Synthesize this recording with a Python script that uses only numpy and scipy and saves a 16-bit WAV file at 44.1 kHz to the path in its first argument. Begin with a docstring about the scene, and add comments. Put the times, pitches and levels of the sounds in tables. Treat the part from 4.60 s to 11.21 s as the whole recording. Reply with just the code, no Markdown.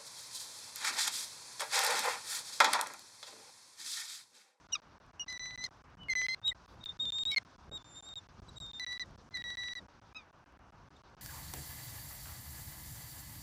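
"""Two eagles call on their nest near a microphone, with wind, hiss and far traffic behind all through.
Chirps and a low whistle come first; low and high whistles follow, then a swish of feathers near 2.1 s.
A hoarse yelp at 2.7 s ends just after a hard snap; high then low whistles go on, and two chirps close.
Birds are sine waves with overtones, rasp and breath; the background is coloured, flickering noise.
The live feed stutters: short silences and skips ahead cut the sound into pieces."""
import sys
import numpy as np
from scipy import signal
from scipy.fft import rfft, irfft, next_fast_len
from scipy.io import wavfile
from scipy.ndimage import uniform_filter1d, minimum_filter1d

SR = 44100
rng = np.random.default_rng(int(sys.argv[2]) if len(sys.argv) > 2 else 0)


def store_pcm(level_fs):
    """Save levels as 16-bit WAV."""
    pcm = np.round(np.clip(level_fs, -1, 1) * 32767).astype(np.int16)
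    wavfile.write(sys.argv[1], SR, np.atleast_2d(pcm).T)


N = 291501  # length in samples

# Wind: colour of its noise [f/Hz, level/dB], and its level without gusts in dB
WIND_COLOUR = [(20, -16), (32, -4.5), (55, -3), (130, -6.5), (250, -14), (450, -22)]
WIND_DB = -62
# Buffets and lulls of wind on the microphone [middle t/s, rise level/dB, half length t/s]
WIND_GUSTS = [(0.205, -2, 0.17), (0.94, 6, 0.072), (1.497, 5.5, 0.22), (1.896, 5, 0.028),
              (2.147, 4.5, 0.11), (2.458, 9.5, 0.068), (2.675, 7, 0.061), (3.124, 12, 0.048),
              (3.809, 13.5, 0.023), (3.993, 7, 0.15), (4.507, 11, 0.09), (4.79, 5, 0.12),
              (5.225, 12.5, 0.031), (5.745, -4, 0.41), (6.193, 4, 0.12)]
# Far traffic: colour of its noise [f/Hz, level/dB per Hz], and its overall level in dB
TRAFFIC_COLOUR = [(120, -44), (200, -9.5), (240, -10.5), (284, -6), (408, -11), (447, -10.5), (988, -3.5),
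                  (1550, -8), (1900, -16), (3000, -20), (3900, -51.5), (6600, -120)]
TRAFFIC_DB = -62.5
# Colour of the background hiss [f/Hz, level/dB per Hz]
HISS_COLOUR = [(1180, -35), (2000, -42), (2670, -34), (2980, -12.5), (3260, -3), (5930, -3.5),
               (7250, -15.5), (16000, -44.5)]
# Rise and fall of the background hiss: rustle, and breathy air around some calls;
# background_hiss() lifts it all evenly [t/s, level/dB]
HISS_LEVEL = [(0.0, -81), (0.55, -86), (0.86, -75.5), (1.27, -88), (1.75, -85), (1.86, -83.5),
              (2.69, -77.5), (3.07, -82.5), (4.0, -80.5), (4.34, -79.5), (4.67, -82), (5.03, -73),
              (5.23, -82.5), (5.96, -89.5), (6.61, -82)]
# Feathers brush the twigs [middle t/s, rise of the top treble level/dB, half length t/s]
FEATHER_SWISH = (2.11, 14, 0.061)

# Evenly spaced runs of feed silences [start of the first t/s, count]
SILENCE_RUNS = [(.0699, 2), (.3828, 4), (.9589, 4), (1.5354, 5), (2.2413, 4), (2.8321, 4), (3.4075, 4),
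                (3.9841, 4), (4.5597, 4), (5.135, 4), (5.7112, 4), (6.2871, 3)]
SILENCE_EVERY_S, SILENCE_S = .1314, .0176  # spacing and length
# One silence out of step [start t/s, end t/s]
EXTRA_SILENCE = (2.7473, 2.7617)
FIRST_SKIP_S, SECOND_SKIP_S = .064, .114  # time from the end of a silence to further skips
ODD_SKIP_S = 2.783  # one skip out of step, at this time
SNAP_DB, SNAP_S = -25, .00015  # its snap: peak level, decay time
TOP_HZ = 16300  # highest pitch the feed passes

# Long low whistles, one curve each, partials and rasp against the 1st partial
# [t/s, pitch f/Hz, level/dB, 2nd partial level/dB, 3rd partial level/dB, rasp level/dB]
LOW_WHISTLES = [
    [(0.678, 2095, -59.4, -2, -17, -29), (0.684, 1983, -45.5, -1.5, -3, -23),
     (0.7035, 2025, -45, 0, -5.5, -11), (0.762, 1958, -47.5, -3, -8.5, -33),
     (0.7948, 1995, -46, -1, -2, -46), (0.8685, 1996, -47, 1.0, -1.5, -40),
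     (0.93, 1994, -49.5, -3.9, -15.5, -42), (1.0095, 1993, -46.5, -4.5, -3, -43),
     (1.022, 2010, -46.5, 1, -6, -13), (1.0395, 2028, -46.5, -5, -7, -8), (1.0399, 2065, -44, 6, -6, -10),
     (1.053, 2078, -43.5, 7, -1.5, -4), (1.0605, 2010, -46.5, -12.0, -11, -8),
     (1.065, 1961, -42.5, -5, -3, -9), (1.0725, 1891, -59, -1.1, -18, -16.4)],
    [(1.485, 2157, -42.5, -19, -49.5, -42.9), (1.4925, 2148, -40, -19, -56, -48),
     (1.5, 2086, -30, -10.5, -15.6, -38), (1.524, 2055, -33.5, -11, -11.5, -28.5),
     (1.566, 2013, -32.5, -13, -12, -39), (1.626, 2016, -35.5, -13, -8.5, -24),
     (1.647, 2037, -34, -12.5, -16.5, -23.8), (1.7472, 2080, -38, -0.5, -19.5, -22)],
    [(4.1968, 2000, -42.5, 1.5, -10.5, -49), (4.2792, 1954, -46.5, 0.5, -10, -30),
     (4.3212, 1970, -43, 1, -13, -24.8), (4.3787, 1961, -48, -1, -24, -21),
     (4.3957, 1972, -42.5, -1, -13, -17), (4.4202, 1996, -41.5, 3.5, -8.5, -24.4),
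     (4.4322, 1906, -47, -4, -28, -24.9), (4.44, 1910, -53, -2, -30, -25)],
    [(4.712, 2026, -77, -5, -27, -15), (4.735, 2052, -58.5, -10.5, -27.0, -18),
     (4.744, 2050, -48, 6.5, -17, -34.3), (4.753, 1990, -39.0, 0, -11, -31.3),
     (4.7905, 1927, -47, -0.5, -30.2, -29), (4.8408, 1938, -44.5, -2, -17, -38),
     (4.9195, 1950, -44.5, 1.5, -13, -36), (4.9435, 1950, -48.5, -1.5, -15.3, -32),
     (4.99, 1962, -42, -1, -17, -37), (5.03, 1955, -44.5, 0.5, -14, -31),
     (5.0855, 1970, -42.5, -0.5, -13, -23), (5.0859, 1930, -46, 2.8, -12.5, -23),
     (5.1595, 1977, -47, -2.5, -12.5, -31.1), (5.188, 1933, -44.5, 0.5, -20, -22),
     (5.1985, 1861, -62, 2, -15.8, -13.7)],
]
# The low bird's one hoarse yelp, same columns
HOARSE_YELP = [(2.703, 2214, -62, -6, -27, -4), (2.7176, 2230, -46.7, -8, -27, 3),
               (2.7178, 2258, -39.6, -19, -34, -5), (2.734, 2240, -39.6, -19, -34, -6),
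               (2.747, 2216, -36.5, -12, -36, -20), (2.7617, 2228, -33.5, -6, -42, -30),
               (2.7715, 2135, -28, -2, -23, -27), (2.7829, 2116, -27.5, -4, -23, -23),
               (2.783, 1998, -35, -9, -26, -25), (2.7875, 2010, -46, -9, -26, -25),
               (2.792, 2028, -65, -9, -26, -25)]
# High whistles, long ones and one short, one curve each
# [t/s, pitch f/Hz, level/dB, 2nd partial level/dB against the 1st]
HIGH_WHISTLES = [
    [(1.822, 3606, -74, -45), (1.835, 3633, -56, -42), (1.851, 3750, -33, -40), (1.866, 3812, -31.5, -25),
     (1.8807, 3785, -28, -27), (1.895, 3820, -30.5, -19), (1.905, 3679, -37, -16.5),
     (1.915, 3545, -60, -27)],
    [(2.392, 3715, -58, -35), (2.4005, 3670, -34, -31), (2.429, 3752, -33, -21.5),
     (2.4545, 3698, -42.5, -25), (2.4549, 3613, -37, -28.5), (2.5047, 3630, -37.5, -20),
     (2.549, 3645, -37, -16.5), (2.5625, 3700, -36, -20), (2.6615, 3711, -35.5, -16),
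     (2.687, 3845, -31.5, -34), (2.7125, 3839, -34.5, -24), (2.726, 3821, -37, -29),
     (2.747, 3644, -42, -16)],
    [(3.1147, 3697, -52.9, -16), (3.155, 3797, -41.7, -14), (3.173, 3689, -45.5, -15.1),
     (3.191, 3525, -63.3, -19), (3.2585, 3624, -65, -1), (3.344, 3583, -65.5, 6), (3.368, 3672, -49.5, -5),
     (3.437, 3602, -61, 3), (3.4535, 3655, -60.5, 4.5), (3.4745, 3736, -50.5, -9.8),
     (3.521, 3668, -50.5, -15), (3.575, 3770, -43, -15.5), (3.587, 3591, -43.5, -11),
     (3.6035, 3669, -76, -8)],
    [(3.958, 3824, -60, -17.4), (3.973, 3782, -49.5, -10.5), (4.009, 3810, -51, -8),
     (4.0285, 3701, -45.5, -13), (4.0435, 3668, -46, -14.8), (4.0645, 3653, -48.5, -20),
     (4.0649, 3670, -50.5, -26), (4.1725, 3637, -47, -20.2), (4.1962, 3597, -52, -27.0)],
]
HIGH_THIRD_DB = -21.5  # their 3rd partial against their 2nd
# Short chirps [start t/s, attack t/s, hold t/s, release t/s, pitch at start f/Hz, held f/Hz, at end f/Hz,
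# level/dB, 2nd partial level/dB, 3rd partial level/dB; partials against the 1st]
SHORT_CHIRPS = [(0.12, 0.0065, 0.0008, 0.0078, 3796, 3780, 3850, -41.5, -9, -26),
                (.120, 0.014, 0.008, 0.014, 3086, 2860, 2574, -34.5, 5, -30),
                (.149, 0.0059, .002, 0.016, 1360, 1260, 1076, -39, 2.5, 2.5),
                (0.5947, 0.0022, 0.024, 0.029, 2970, 2880, 2785, -41.5, -1.5, -35),
                (1.383, 0.035, 0.0069, 0.097, 2970, 2990, 2760, -52, -37, -43),
                (1.882, .004, 0.012, .012, 3100, 3060, 3050, -47.5, -33, -40),
                (1.908, 0.011, .001, 0.012, 2130, 2000, 1820, -38, -16, -50),
                (2.2, 0.013, .001, 0.031, 3700, 3685, 3900, -56.5, -32, -51),
                (2.232, 0.011, 0.016, 0.027, 3713, 3720, 3510, -36, -32, -56),
                (2.282, 0.011, .002, 0.032, 3750, 3624, 3640, -38, -30, -60),
                (3.88, 0.011, .004, 0.0097, 4170, 3890, 3698, -53, -10, -26),
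                (5.522, 0.045, 0.0032, 0.067, 1183, 1291, 1120, -57.5, 11, 5.5),
                (6.355, .0115, .001, 0.0099, 3700, 3650, 3550, -62, -12, -30)]
CHIRP_FADE_DB = 22  # a chirp rises out of and sinks back to this far under its level
# Strength of the 4th partial and up against the 1st, at full effort [f/Hz, level/dB]
UPPER_PARTIALS = [(5000, -0.5), (6300, -8), (7600, -26.5), (10000, -43), (11800, -36), (15000, -49.5)]
# Extra rasp lines above partials 1 to 5, one value each [level/dB]
RASP_LINES = [-12.5, -1.5, -17.5, -27.5, -21.5]
# Rasp of each low whistle, then of the yelp [place above a partial 0-1, waver as share of the pitch,
# tilt towards the lowest line level/dB, mirrored line under the 3rd partial level/dB]
RASP_SHAPES = [(.5, .035, -3, -13), (.6, .016, 14, 0), (.5, .02, -13, -20), (.5, .02, -3, -20),
               (.4, 0.006, 8.5, -24)]

DULLING = .25  # dB lost per dB of lost effort and per partial
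EDGE_S = .0015  # calls open and close over this time
WAVER, SHIMMER_DB = .0017, .75  # pitch drift as a share of the pitch, level shimmer
FRAY_DB = 1.2  # level flicker of the 2nd partial, twice that for the higher ones
HOARSE_UNDER_HZ = 1500  # calls that start lower than this are hoarse
CLEAR_DB, HOARSE_DB = -28, -14  # tremble setting for overtones of clear and hoarse calls without rasp
CLEAR_BREATH_DB, HOARSE_BREATH_DB = -48, -20  # airflow noise of clear and hoarse calls


def undb(db):
    """Turn a level in dB into a plain gain."""
    return 10 ** (np.asarray(db) / 20)


def on_log(hz, points):
    """Read a curve of (Hz, dB) points along a log-frequency axis, as the ear spaces pitch."""
    points = np.array(points)
    return np.interp(np.log(hz), np.log(points[:, 0]), points[:, 1])


def bump(middle_s, half_s):
    """A smooth hump in time that rises from 0 to 1 and sinks again."""
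    return np.exp(-((np.arange(N) / SR - middle_s) / half_s) ** 2)


def walk(rate):
    """Random levels, `rate` new ones a second, smoothed twice into an unsteady curve of spread 1."""
    step = int(SR / rate)
    held = np.repeat(rng.standard_normal(N // step + 1), step)
    smooth = uniform_filter1d(uniform_filter1d(held, step), step)[:N]
    return smooth / smooth.std()


def silences():
    """Start and end times of every silence of the feed."""
    start = np.concatenate([first + SILENCE_EVERY_S * np.arange(count) for first, count in SILENCE_RUNS])
    end = start + SILENCE_S
    return np.sort(np.append(start, EXTRA_SILENCE[0])), np.sort(np.append(end, EXTRA_SILENCE[1]))


def skips():
    """Count, at each sample, how often the feed has jumped ahead so far."""
    start, end = silences()
    next_start = np.append(start[1:], N / SR)
    times = [end, [ODD_SKIP_S]]
    for delay in (FIRST_SKIP_S, SECOND_SKIP_S):
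        later = end + delay
        times.append(later[later < next_start - .03])  # only where there is room before the next silence
    return np.searchsorted(np.sort(np.concatenate(times)), np.arange(N) / SR)


def noise(colour, jumps, flicker_db, rate):
    """Coloured noise of spread 1 in octave bands that flicker separately, cut and rejoined at each skip."""
    size = next_fast_len(2 * N)
    hz = np.maximum(np.fft.rfftfreq(size, 1 / SR), 1)
    spectrum = rfft(rng.standard_normal(size)) * undb(on_log(hz, colour))
    heard = np.arange(N) + 2048 * jumps  # each skip leaves out 2048 samples
    out = np.zeros(N)
    for octave in np.arange(np.log2(colour[0][0]) // 1, np.log2(colour[-1][0]) + 1):
        share = np.cos(np.pi / 2 * np.clip(np.log2(hz) - octave, -1, 1)) ** 2  # bands overlap softly
        band = irfft(spectrum * share, size)[heard]
        out += band * undb(flicker_db * walk(rate))
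    return out / out.std()


def traffic(jumps):
    """Far traffic: a steady, gently flickering roar of many sounds blended into noise."""
    return noise(TRAFFIC_COLOUR, jumps, 1, 13) * undb(TRAFFIC_DB)


def wind(jumps):
    """Wind on the microphone: deep noise that swells in gusts and sinks in lulls."""
    level_db = WIND_DB + sum(rise * bump(middle, half) for middle, rise, half in WIND_GUSTS)
    return noise(WIND_COLOUR, jumps, 2.1, 14) * undb(level_db)


def background_hiss(jumps):
    """Rustle, and breathy air around some calls, as one hiss; a swish of feathers brightens the top treble."""
    level_db = np.interp(np.arange(N) / SR, *np.transpose(HISS_LEVEL)) + 10
    hiss = noise(HISS_COLOUR, jumps, 2.1, 38) * undb(level_db)
    treble = signal.butter(2, 8500, "high", fs=SR, output="sos")
    airy = signal.sosfilt(treble, rng.standard_normal(N))
    middle, rise, half = FEATHER_SWISH
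    return hiss + airy * undb(-90 + rise * bump(middle, half))


def snap():
    """The out-of-step skip lands with a hard snap: a sudden step that dies away at once."""
    after = np.arange(N) / SR - ODD_SKIP_S
    return -undb(SNAP_DB) * np.exp(-np.abs(after) / SNAP_S) * (after >= 0)


def echo(birds):
    """Branches return a faint echo: many random reflections that die away within 0.05 s."""
    lag = np.arange(SR // 10) / SR
    reflections = rng.standard_normal(len(lag)) * np.exp(-np.log(1000) * lag / .05)
    return undb(-45) * signal.fftconvolve(birds, reflections)[:N]


def chirp(start, attack, hold, release, hz_from, hz, hz_to, db, second, third):
    """Curve of a chirp; overtones die faster than the first partial when the effort sinks."""
    under = CHIRP_FADE_DB * np.array([1, 0, 0, 1])
    times = start + np.cumsum([0, attack, hold, release])
    return np.transpose([times, [hz_from, hz, hz, hz_to], db - under,
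                         second - DULLING * under, third - 2 * DULLING * under])


def rasp_lines(hz, turn, unsteady, shape):
    """The other side of the syrinx, the bird's voice organ, adds unsteady lines between the partials."""
    place, rasp_waver, tilt_db, mirror_db = shape
    beat = np.cumsum(2 * np.pi * hz * (place + rasp_waver * unsteady) / SR)
    lines = undb(mirror_db) * np.sin(3 * turn - beat)
    for k, db in enumerate(RASP_LINES):
        lines = lines + undb(db + tilt_db * (k == 0)) * np.sin((k + 1) * turn + beat)
    return lines


def call_edge(i, j, jumps):
    """Fade a call in and out softly, but leave an end that falls on a skip abrupt."""
    steps = np.arange(j - i)
    fades = []
    for distance, at in ((steps, i), (steps[::-1], j)):
        on_skip = jumps[at - 60] != jumps[at + 60]
        fades.append(np.clip(distance / SR / EDGE_S, on_skip, 1))
    return np.minimum(*fades)


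def bird(calls, jumps, rasps=None):
    """A near-sine whistle with overtones; uneven airflow blurs them into breath, and rasp may be added."""
    out = np.zeros(N)
    # each skip throws the wave to another point of its cycle
    lost = np.cumsum(rng.uniform(np.pi / 4, 7 * np.pi / 4, jumps[-1] + 1))[jumps]
    walks = [walk(rate) for rate in (150, 110, 400, 200, 2500)]
    whole_unsteady = walks[2]
    for n, call in enumerate(calls):
        times, *columns = np.transpose(call)
        i, j = round(times[0] * SR), round(times[-1] * SR)
        hz, db, second, third, *rasp = (np.interp(np.arange(i, j) / SR, times, c) for c in columns)
        drift, flutter, unsteady, patchy, breath = (w[i:j] for w in walks)
        hoarse = hz[0] < HOARSE_UNDER_HZ

        # the 4th partial and up lose level where the effort is under its nearby top
        slack = db + minimum_filter1d(-db, size=2000)
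        upper = [on_log(k * hz.mean(), UPPER_PARTIALS) + DULLING * (k - 1) * slack
                 for k in range(4, int(TOP_HZ / hz.max()) + 1)]
        partial_db = db + np.array([0 * db, second, third] + upper)

        turn = np.cumsum(2 * np.pi * hz * (1 + WAVER * drift) / SR) + lost[i:j]
        # overtones tremble in phase, the high ones most
        tremble_db = rasp[0] / 2 if rasp else HOARSE_DB if hoarse else CLEAR_DB
        grain = 0.29 * undb(tremble_db) * (unsteady + breath / 2)
        partials = []
        for k, level_db in enumerate(partial_db):
            fray_db = FRAY_DB * min(k, 2) * np.roll(whole_unsteady, 5000 * k)[i:j]
            phase = (k + 1) * turn + k * (1 - np.pi) + k * grain
            partials.append(undb(level_db + fray_db) * np.sin(phase))
        tone = sum(partials) * undb(SHIMMER_DB * flutter)

        breath_gain = undb(HOARSE_BREATH_DB if hoarse else CLEAR_BREATH_DB)
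        if rasp:
            lines = rasp_lines(hz, turn, unsteady, rasps[n])
            tone += undb(db + rasp[0] + 4.4 * patchy) * lines  # the rasp comes in patches
            breath_gain = breath_gain + undb(rasp[0] - 11)
        # uneven airflow spreads the overtones into noise
        overtones = sum(partials[1:]) / np.hypot(undb(second), undb(third))
        airflow = breath_gain * breath * overtones
        # root 2 makes the levels those of a sine's rms
        out[i:j] += call_edge(i, j, jumps) * np.sqrt(2) * (tone + airflow)
    return out


def scene():
    """Both birds and their echo add up with the snap, wind, hiss and traffic at the microphone."""
    jumps = skips()
    background = traffic(jumps) + wind(jumps) + background_hiss(jumps)
    high = [[(*row, row[-1] + HIGH_THIRD_DB) for row in call] for call in HIGH_WHISTLES]
    chirps = [chirp(*row) for row in SHORT_CHIRPS]
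    birds = bird(LOW_WHISTLES + [HOARSE_YELP], jumps, RASP_SHAPES) + bird(high + chirps, jumps)
    return (background + birds + echo(birds) + snap())[None]


def record(dry):
    """The feed mutes each silence; a bass cut after it lets the last value ring out; the top is dulled and cut."""
    borders = np.ravel(np.transpose(silences()))
    live = np.searchsorted(borders, np.arange(N) / SR) % 2 == 0
    x = signal.sosfilt(signal.butter(2, 38, "high", fs=SR, output="sos"), dry * live)
    x = signal.sosfilt(signal.butter(2, 11500, fs=SR, output="sos"), x)
    x = x + undb(-101) * rng.standard_normal(x.shape)  # converter hiss
    return signal.sosfilt(signal.ellip(10, .2, 80, TOP_HZ, fs=SR, output="sos"), x)


dry = scene()
out = record(dry)
store_pcm(out)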